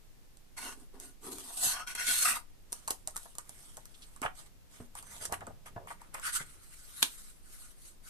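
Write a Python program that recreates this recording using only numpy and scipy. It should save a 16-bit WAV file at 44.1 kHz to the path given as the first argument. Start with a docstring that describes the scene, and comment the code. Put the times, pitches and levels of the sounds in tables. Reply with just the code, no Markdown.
"""Hands slide a folded paper inlay out of a thin plastic case: scraped noise rings the shell, edges squeal.
A push over the wooden table closes the scrapes. Then the inlay is turned and unfolded: creases snap as
short bursts, panels buckle at their own pitch, the sheet flaps as sagging low tones. Laid on the table
it is rubbed with smooth hiss, brightest near 9 kHz, and one slap cracks the fold flat. A small quiet
room, two spaced microphones with steady hiss that falls gently toward the treble."""
import sys
import numpy as np
from scipy import signal
from scipy.fft import rfft, irfft, next_fast_len
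from scipy.io import wavfile
from scipy.ndimage import uniform_filter1d, map_coordinates

SR = 44100
rng = np.random.default_rng(int(sys.argv[2]) if len(sys.argv) > 2 else 0)


def wav_record(signal):
    """Record a signal, one row per channel, as 16-bit PCM in the file named by sys.argv[1]."""
    frames = np.transpose(np.atleast_2d(signal))
    bounded = np.clip(frames, -1, 1)
    # unit amplitude maps onto the largest positive 16-bit level
    quanta = np.round(bounded * 32767).astype(np.int16)
    wavfile.write(sys.argv[1], SR, quanta)


N = 357024
TIME_S = np.arange(N) / SR

# microphone hiss colour: pitch_hz, relative_level_db (per Hz)
MIC_HISS = [(7.1, -47), (12, -1), (48, -21.5), (102, -27.5), (196, -30), (537, -38.5), (1200, -44),
            (14500, -49)]
# colour difference of the two microphones: pitch_hz, left_minus_right_db
MIC_COLOUR = [(200, 0), (700, -2.5), (1280, 2.5), (2400, -3), (4300, -0.5), (8000, -10), (11000, 5.5),
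              (14800, 4)]
# likeness of left and right: pitch_hz, likeness (0 to 1)
LIKENESS = [(200, 1), (1000, 0.58), (2200, 0.22), (4000, 0.042), (12000, 0.1)]
# decay of the room: pitch_hz, t60_s
ROOM_DECAY = [(200, 0.22), (2000, 0.16), (10000, 0.16)]
# air stirred by the hands: time_s, level_db
STIRRED_AIR = [(2.5, -74), (4.2, -71), (4.7, -75.5), (5.2, -61.5), (5.5, -55.5), (5.62, -66), (5.8, -58.5),
               (6, -68.5), (6.6, -67.5)]
# position of the hands: time_s, left_minus_right_db
HAND_PLACE = [(.5, 1), (1.5, 3), (3.8, 0.5), (4.3, -0.5), (5.7, 1), (8.09, 3.5)]
# flaps of the sheet that push air: start_s, level_db, flutter_hz, t60_s
FLAPS = [(1.667, -43, 133, 0.057), (4.218, -37.5, 255, 0.053), (4.251, -35, 115, 0.027),
         (4.802, -47, 238, 0.26), (4.802, -42.5, 106, 0.054), (5.321, -36, 72.7, 0.044),
         (5.476, -45, 217, 0.061), (5.761, -38.5, 100, 0.094), (6.405, -42.5, 141, 0.098),
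         (7.029, -43.5, 245, 0.065)]
# friction hiss colour: pitch_hz, relative_level_db (per Hz)
GLOSS_COLOUR = [(1760, -18), (3000, -2.5), (3530, 0), (5640, -1), (7210, 1), (8660, 8.5), (9850, 3.5),
                (11200, 4.5), (14500, -13.5), (14800, -101)]
# upper modes of the loose case: pitch_hz, width_hz, relative_level_db
UPPER_MODES = [(1460, 47, 11), (2200, 270, 2), (2700, 170, 1.5), (3240, 37, 7.5), (4265, 46, 5),
               (5550, 90, 5), (6330, 52, 3.5)]
# upper modes of the case pressed on the wood: pitch_hz, width_hz, relative_level_db
PRESSED_MODES = [(1240, 180, -8.5), (1590, 230, -8), (1980, 113, -4), (2700, 140, -4.5)]
# middle modes of the case: pitch_hz, width_hz, relative_level_db
MIDDLE_MODES = [(732, 64, 7.5), (922, 116, 7.5), (1156, 430, 3)]
# lowest modes of the case: pitch_hz, width_hz, relative_level_db
LOWEST_MODES = [(267, 51, 9), (410, 80, 5)]
# strokes that scrape the case: fastest_s, speeding_up_s, slowing_down_s,
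# hiss_db, upper_modes_db, middle_modes_db, lowest_modes_db
CASE_STROKES = [(0.576, 0.014, 0.15, -44.5, -47, -51.5, -61), (0.67, 0.11, 0.11, -46, -51.5, -49.5, -56.5),
                (0.8, 0.079, 0.096, -63.5, -73, -68.5, -59), (0.955, 0.044, 0.086, -72, -80, -64, -58),
                (1.012, 0.026, 0.16, -52.5, -62.5, -67, -57), (1.27, 0.075, 0.27, -47.5, -80, -54, -48),
                (1.5, 0.3, 0.44, -48.5, -87, -61.5, -73), (1.67, 0.16, 0.12, -30.5, -68, -55, -59.5),
                (1.77, 0.22, 0.1, -48.5, -41.5, -45, -74),
                (1.885, 0.024, 0.076, -43.5, -40.5, -54.5, -61.5),
                (1.955, 0.0099, 0.025, -44.5, -42, -58, -64), (1.99, 0.031, 0.3, -43.5, -39, -53, -68),
                (2.11, 0.12, 0.11, -29, -37, -57, -86), (2.23, 0.18, 0.12, -31.5, -40.5, -70, -89),
                (2.268, 0.051, 0.089, -28, -31.5, -47, -60.5), (2.33, 0.058, 0.093, -38, -40, -47, -67)]
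# rough narrow tones of an edge that sticks and slips, climbing as the free strip shortens:
# start_s, length_s, level_db, first_pitch_hz, rise_hz_per_s
SQUEALS = [(1.689, 0.17, -46.5, 986, 2220), (2.084, .16, -43, 8550, 302), (3.135, 0.063, -60, 1252, 4000),
           (5.03, 0.13, -64, 6080, 300), (5.193, .08, -58, 6220, 300)]
# modes of the sheet in the air: pitch_hz, width_hz, relative_level_db
AIR_SHEET_MODES = [(690, 470, -2.5), (1310, 410, 3.5), (1610, 410, 2), (2150, 450, 0.5), (3170, 620, -9.5)]
# modes of the sheet on the table: pitch_hz, width_hz, relative_level_db
FLAT_SHEET_MODES = [(1200, 350, 1.5), (1450, 245, 9), (2100, 440, 1), (3480, 180, -1)]
# strokes of fingers and table on the sheet: fastest_s, speeding_up_s, slowing_down_s,
# hiss_db, sheet_tone_db
SHEET_STROKES = [(2.76, 0.095, 0.26, -59, -64.5), (2.93, 0.06, 0.3, -69, -81),
                 (3.19, 0.084, 0.23, -56, -71.5), (3.61, 0.28, 0.33, -58, -65.5),
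                 (4.0, 0.24, 0.38, -62.5, -68.5), (4.24, 0.03, 0.042, -49, -40),
                 (4.385, 0.055, 0.084, -53, -58), (4.47, 0.035, 0.027, -61, -63.5),
                 (4.75, 0.081, 0.17, -58.5, -64), (4.975, 0.042, 0.058, -51, -55),
                 (5.17, 0.22, 0.071, -52, -57.5), (5.238, 0.059, 0.052, -46.5, -49.5),
                 (5.258, 0.013, 0.0088, -40, -47.5), (5.34, 0.03, 0.024, -44, -39.5),
                 (5.663, 0.0093, 0.047, -53.5, -50), (5.885, 0.016, 0.092, -54, -51.5),
                 (6.03, 0.072, 0.11, -67.5, -61.5), (6.16, 0.044, 0.062, -53.5, -46.5),
                 (6.283, 0.094, 0.054, -37.5, -40.5), (6.367, 0.067, 0.031, -31.5, -40.5),
                 (6.41, 0.081, 0.044, -46.5, -45.5), (6.47, 0.036, 0.19, -57.5, -62.5),
                 (6.64, 0.059, 0.059, -58.5, -64.5), (6.735, 0.051, 0.024, -54.5, -60.5),
                 (7.0, 0.089, 0.18, -47, -58.5), (7.15, 0.87, 0.32, -52.5, -65.5),
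                 (7.57, 0.21, 0.26, -53.5, -66), (7.86, 0.13, 0.12, -54.5, -69),
                 (8.09, 0.082, .05, -51, -62.5)]
# creases and edges that snap: start_s, crack_db (before its colour), buckling_tone_db, buckling_tone_hz
SNAPS = [(0.3705, -53.5, -77, 536), (0.9998, -40.5, -59, 713), (1.3836, -39.5, -62, 900),
         (1.5013, -54, -40, 830), (1.874, -57, -50, 1660), (1.951, -35.5, -42, 1500),
         (2.7221, -36, -56, 790), (2.7278, -29, -46, 950), (2.877, -31.5, -31.5, 990),
         (2.882, -34, -35.5, 980), (2.8944, -47, -46, 900), (2.9028, -37, -39, 1670),
         (2.9064, -24, -38, 814), (2.909, -32, -38, 880), (2.9118, -45, -46, 1000),
         (3.0738, -29.5, -39.5, 800), (3.0838, -54, -49, 900), (3.108, -50, -65, 1000),
         (3.1599, -38.5, -36, 1190), (3.1657, -33.5, -59, 1430), (3.1757, -40, -46, 1210),
         (3.2557, -58, -43.5, 764), (3.3524, -46.5, -55, 1100), (3.3837, -33, -39.5, 1150),
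         (3.493, -40, -50.5, 650), (3.7696, -40.5, -49, 1090), (3.774, -49, -41.5, 730),
         (3.855, -45, -55, 1290), (4.162, -50, -48, 1040), (4.217, -37, -41, 1090), (4.952, -43, -37, 955),
         (5.026, -46, -40, 960), (5.3239, -31, -26.5, 850), (5.407, -52, -39, 1500),
         (5.468, -46.5, -37.5, 940), (5.659, -55, -51, 700), (5.8715, -54, -37.5, 1050),
         (6.016, -53, -42, 940), (6.142, -41, -42, 1330), (6.1449, -38.5, -34, 1140),
         (6.197, -43.5, -44, 1180), (6.277, -46, -30.5, 1410)]
# colour of a crack: pitch_hz, gain_db
CRACK_COLOUR = [(1290, 12.5), (2200, 8), (3520, 11), (6200, 15.5), (8560, 23.5), (10100, 15.5),
                (11100, 20.5), (13800, 8), (15200, -25)]
# panels that bend through without a crack: start_s, peak_db, pitch_hz, rattle_s
BUCKLES = [(3.079, -40.5, 820, 0.0046), (3.942, -47, 3360, 0.0079), (4.02, -44, 3620, 0.017),
           (4.227, -26, 1030, 0.019), (4.2498, -24.5, 710, 0.0093), (4.249, -43, 3080, 0.012),
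           (4.26, -21.5, 1340, 0.0038), (5.2923, -40.5, 650, 0.021), (5.4174, -34, 790, 0.012),
           (5.472, -38, 635, 0.01), (5.494, -41.5, 560, 0.018), (5.7615, -35.5, 690, 0.018),
           (5.79, -47, 510, 0.071), (5.903, -33.5, 910, 0.015)]
# the fold touches, cracks flat on the wood and rebounds: start_s, level_db (before its colour)
SLAP_BLOWS = [(7.0229, -24.5), (7.0274, -9), (7.0296, -21.5)]
# colour of the slap: pitch_hz, gain_db
SLAP_COLOUR = [(88, -49), (150, -12), (600, -6.5), (1530, 1.5), (2120, -4.5), (3570, 5.5), (6130, -7),
               (8520, 3), (9940, -1.5), (13800, -8), (15200, -53)]

HISS_DB, HISS_TOP_HZ, TOP_HZ = -54.5, 14450, 15400  # microphone hiss; band limits of the hiss and of all
PRESSED_S, LAID_S = 2.24, 6.2  # the hand presses the case down; the sheet comes to rest on the table
GRIP = 2.3  # friction grows as the speed to this power
SQUEAL_WIDTH = 0.08  # width of the tone over its pitch
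SNAP_LIKENESS = 0.72  # a snap comes from one spot, so both ports hear nearly the same
# small ticks: a boost of the stroke's gain, where 0 dB adds as much again
CRINKLES_PER_S, CRINKLE_DB, CRINKLE_SPREAD_DB, CRINKLE_T60_S = 60, 0, 3.5, 0.012


def amp(db):
    """dB to gain."""
    return 10 ** (np.asarray(db) / 20)


def fade(t, t60):
    """Exponential decay that loses 60 dB in t60 seconds."""
    return amp(-60 * t / t60)


def unit(x):
    """Scaled to rms 1."""
    return x / np.sqrt(np.mean(x ** 2) + 1e-20)


def along(points, hz):
    """Reads a curve of (Hz, value) points on a log frequency axis."""
    f, v = np.transpose(points)
    return np.interp(np.log(hz + 1), np.log(f + 1), v)


def wobble(rate):
    """A smooth random curve, rate knots a second."""
    knots = rng.standard_normal(int(N * rate / SR) + 4)
    return map_coordinates(knots, [np.arange(N) * rate / SR])


def filtered(x, response):
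    """Shapes x by a complex response of frequency."""
    m = next_fast_len(x.shape[-1] + 8192)
    spectrum = rfft(x, m) * response(np.fft.rfftfreq(m, 1 / SR))
    return irfft(spectrum, m)[..., :x.shape[-1]]


def coloured(x, points):
    """Shapes x by a curve of (Hz, dB) points."""
    return filtered(x, lambda hz: amp(along(points, hz)))


def modes(table):
    """The causal response of a set of resonances with alternating signs."""
    def response(f):
        total = 0
        for k, (centre, width, db) in enumerate(table):
            drag = 1j * f * width
            total = total + (-1) ** k * amp(db) * drag / (centre * centre - f * f + drag)
        return total
    return response


def ports(pair, lag, least=0):
    """Mixes two unrelated signals to the ports' likeness, at least least; left hears lag seconds later."""
    def spread(hz):
        turn = np.arccos(np.clip(along(LIKENESS, hz), least, 1)) / 2
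        return np.array([np.cos(turn), np.sin(turn)])
    mid, side = filtered(pair, spread)
    shift = lambda hz: np.exp(np.outer([-1j, 1j], np.pi * hz * lag))
    return filtered(np.array([mid + side, mid - side]), shift)


def strokes(rows):
    """One gain curve per level column: a stroke's speed rises and falls as a quarter sine."""
    powers = np.zeros((len(rows[0]) - 3, N))
    for s, rise, fall, *dbs in rows:
        at = slice(max(round((s - rise) * SR), 0), round((s + fall) * SR))
        away = TIME_S[at] - s
        speed = np.cos(np.pi / 2 * np.clip(away / np.where(away < 0, rise, fall), -1, 1))
        powers[:, at] += np.outer(amp(dbs), np.abs(speed) ** GRIP) ** 2
    return np.sqrt(powers)


def friction(grain_db, burst_db, patchy_db, lag, size):
    """Tiny slips: noise jumping in size and in bursts; grip shifts its colour in patches (bands, moments)."""
    z = signal.stft(rng.standard_normal((2, N)), nperseg=256)[2]
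    field = uniform_filter1d(rng.standard_normal(z.shape[1:]), size=size[0], axis=0)
    field = uniform_filter1d(field, size=size[1], axis=1)
    slips = signal.istft(z * amp(patchy_db * unit(field)), nperseg=256)[1][:, :N]
    jumps = amp(grain_db * wobble(900) + burst_db * wobble(70))
    return ports(jumps * slips, lag)


def room(x):
    """The walls answer with a noise tail in which each frequency dies at its own speed."""
    hz, t, z = signal.stft(rng.standard_normal((2, SR // 3)), SR, nperseg=256)
    tail = signal.istft(z * fade(t, along(ROOM_DECAY, hz)[:, None]), SR, nperseg=256)[1]
    delayed = np.pad(x, ((0, 0), (150, 0)))  # samples
    return signal.fftconvolve(delayed, tail / np.linalg.norm(tail[0]), axes=1)[:, :N]


def sway():
    """Moving hands and paper stir a low rumble that both ports share."""
    gusts = amp(0.99 * wobble(18)) * rng.standard_normal(N)
    air = unit(filtered(gusts, modes([(88.0, 67, 0)])))
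    time_s, level_db = np.transpose(STIRRED_AIR)
    return amp(np.interp(TIME_S, time_s, level_db, -120, -120)) * air


def flaps():
    """A flap pushes air: a flutter that sags in pitch as the sheet slackens, and a dull puff."""
    air, t = np.zeros(N + SR), np.arange(SR // 4) / SR
    hollow = modes([(277, 660, 0.011)])
    onset = 1 - np.exp(-t / 0.00019)
    for s, db, hz, t60 in FLAPS:
        flutter = np.sin(2 * np.pi * hz * (t + 0.001 * (1 - np.exp(-t / 0.014))))
        dull = filtered(rng.standard_normal(len(t)), lambda f: hollow(f) ** 2)
        puff = 3.3 * fade(t, 0.72) * dull
        air[round(s * SR):][:len(t)] += amp(db) * fade(t, t60) * (flutter + puff) * onset
    return air[:N]


def case():
    """Scraping hisses in narrow ridges and rings the modes of the plastic shell."""
    hiss, upper, middle, lowest = strokes(CASE_STROKES)
    slips = friction(grain_db=1.5, burst_db=2.3, patchy_db=3.5, lag=0.00002, size=(1, 20))
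    ring = lambda table: unit(filtered(slips, modes(table)))
    pressed = np.clip((TIME_S - PRESSED_S) / 0.016, 0, 1)
    shell = (1 - pressed) * ring(UPPER_MODES) + pressed * ring(PRESSED_MODES)
    edge = unit(coloured(slips, GLOSS_COLOUR))
    return hiss * edge + upper * shell + middle * ring(MIDDLE_MODES) + lowest * ring(LOWEST_MODES)


def squeal():
    """A sticking edge sings: each tone swells and fades, size and phase shaking as fast as it is wide."""
    out = np.zeros(N)
    for s, length, db, hz, rise in SQUEALS:
        t = np.clip(TIME_S - s, 0, length)
        phase = 2 * np.pi * (hz + rise * t / 2) * t
        shake = SQUEAL_WIDTH * hz
        tone = wobble(shake) * np.sin(phase) + wobble(shake) * np.cos(phase)
        swell = np.sqrt(np.abs(np.sin(np.pi * t / length))) * (t < length)
        out += amp(db) * swell * tone
    return out


def sheet(x):
    """The sheet's modes, with a new set of mostly narrower modes once it lies on the table."""
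    flat = np.clip((TIME_S - LAID_S) / 0.014, 0, 1)
    return (1 - flat) * filtered(x, modes(AIR_SHEET_MODES)) + flat * filtered(x, modes(FLAT_SHEET_MODES))


def crinkles():
    """Small folds tick at random while the sheet is in the air: a gain curve of short spikes."""
    sizes = amp(CRINKLE_DB + CRINKLE_SPREAD_DB * rng.standard_normal(N))
    ticks = (rng.random(N) < CRINKLES_PER_S / SR) * sizes
    spike = fade(np.arange(SR // 50) / SR, CRINKLE_T60_S)
    return signal.fftconvolve(ticks * (TIME_S < LAID_S), spike)[:N]


def rubbing():
    """Skin and wood drag over the gloss and shake the sheet."""
    hiss, tone = strokes(SHEET_STROKES)
    slips = friction(grain_db=1.0, burst_db=1.6, patchy_db=3.2, lag=0.00019, size=(3, 14))
    slips = slips * (1 + crinkles())
    return hiss * unit(coloured(slips, GLOSS_COLOUR)) + tone * unit(sheet(slips))


def panel(shake, hz):
    """A buckling panel rings at its own pitch and an overtone, with little far from them; peak 1."""
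    body = modes([(hz, 0.69 * hz, 0), (2.6 * hz, 0.48 * hz, -9)])
    ring = filtered(shake, lambda f: body(f) ** 2)
    return ring / np.abs(ring).max()


def snaps():
    """A crease cracks for a few ms and its panel rings longer; other panels rattle without a crack."""
    crack, tone = np.zeros((2, N + SR)), np.zeros((2, N + SR))
    t = np.arange(SR // 10) / SR
    for s, crack_db, tone_db, hz in SNAPS:
        burst = rng.standard_normal((2, len(t))) * (1 - np.exp(-t / 0.0011))
        at = slice(round(s * SR), round(s * SR) + len(t))
        crack[:, at] += amp(crack_db) * burst * (fade(t, 0.006) + 0.07 * fade(t, 0.03))
        tone[:, at] += amp(tone_db) * panel(burst * fade(t, 0.054), hz)
    for s, db, hz, rattle in BUCKLES:
        shake = rng.standard_normal((2, len(t))) * fade(np.maximum(t - rattle, 0), 0.038)
        tone[:, round(s * SR):][:, :len(t)] += amp(db) * panel(shake, hz)
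    both = coloured(crack[:, :N], CRACK_COLOUR) + tone[:, :N]
    return ports(both, lag=0.000205, least=SNAP_LIKENESS)


def slap():
    """The hand presses the stiff fold down: noise blows fuse into one hard broad crack."""
    blows = np.zeros(N)
    for s, db in SLAP_BLOWS:
        blows += amp(db) * fade(np.abs(TIME_S - s), 0.018) * (TIME_S >= s)
    return ports(coloured(blows * rng.standard_normal((2, N)), SLAP_COLOUR), lag=0.00016)


def scene():
    """Case and paper, near and moving from side to side, in the room."""
    pan_db = np.interp(TIME_S, *np.transpose(HAND_PLACE))
    handled = case() + squeal() + rubbing() + snaps() + slap()
    near = handled * amp(np.array([pan_db, -pan_db]) / 2) + flaps()
    return near + amp(-8.0) * room(near) + sway()


def record(dry):
    """Each microphone has its own colour and hiss; nothing is kept above the band limit."""
    noise = rng.standard_normal((2, N))
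    hiss = filtered(noise, lambda hz: amp(along(MIC_HISS, hz)) * (hz < HISS_TOP_HZ))
    heard = filtered(dry, lambda hz: amp(np.outer([0.5, -0.5], along(MIC_COLOUR, hz))))
    return filtered(heard + amp(HISS_DB) * unit(hiss), lambda hz: hz < TOP_HZ)


dry = scene()
out = record(dry)
wav_record(out)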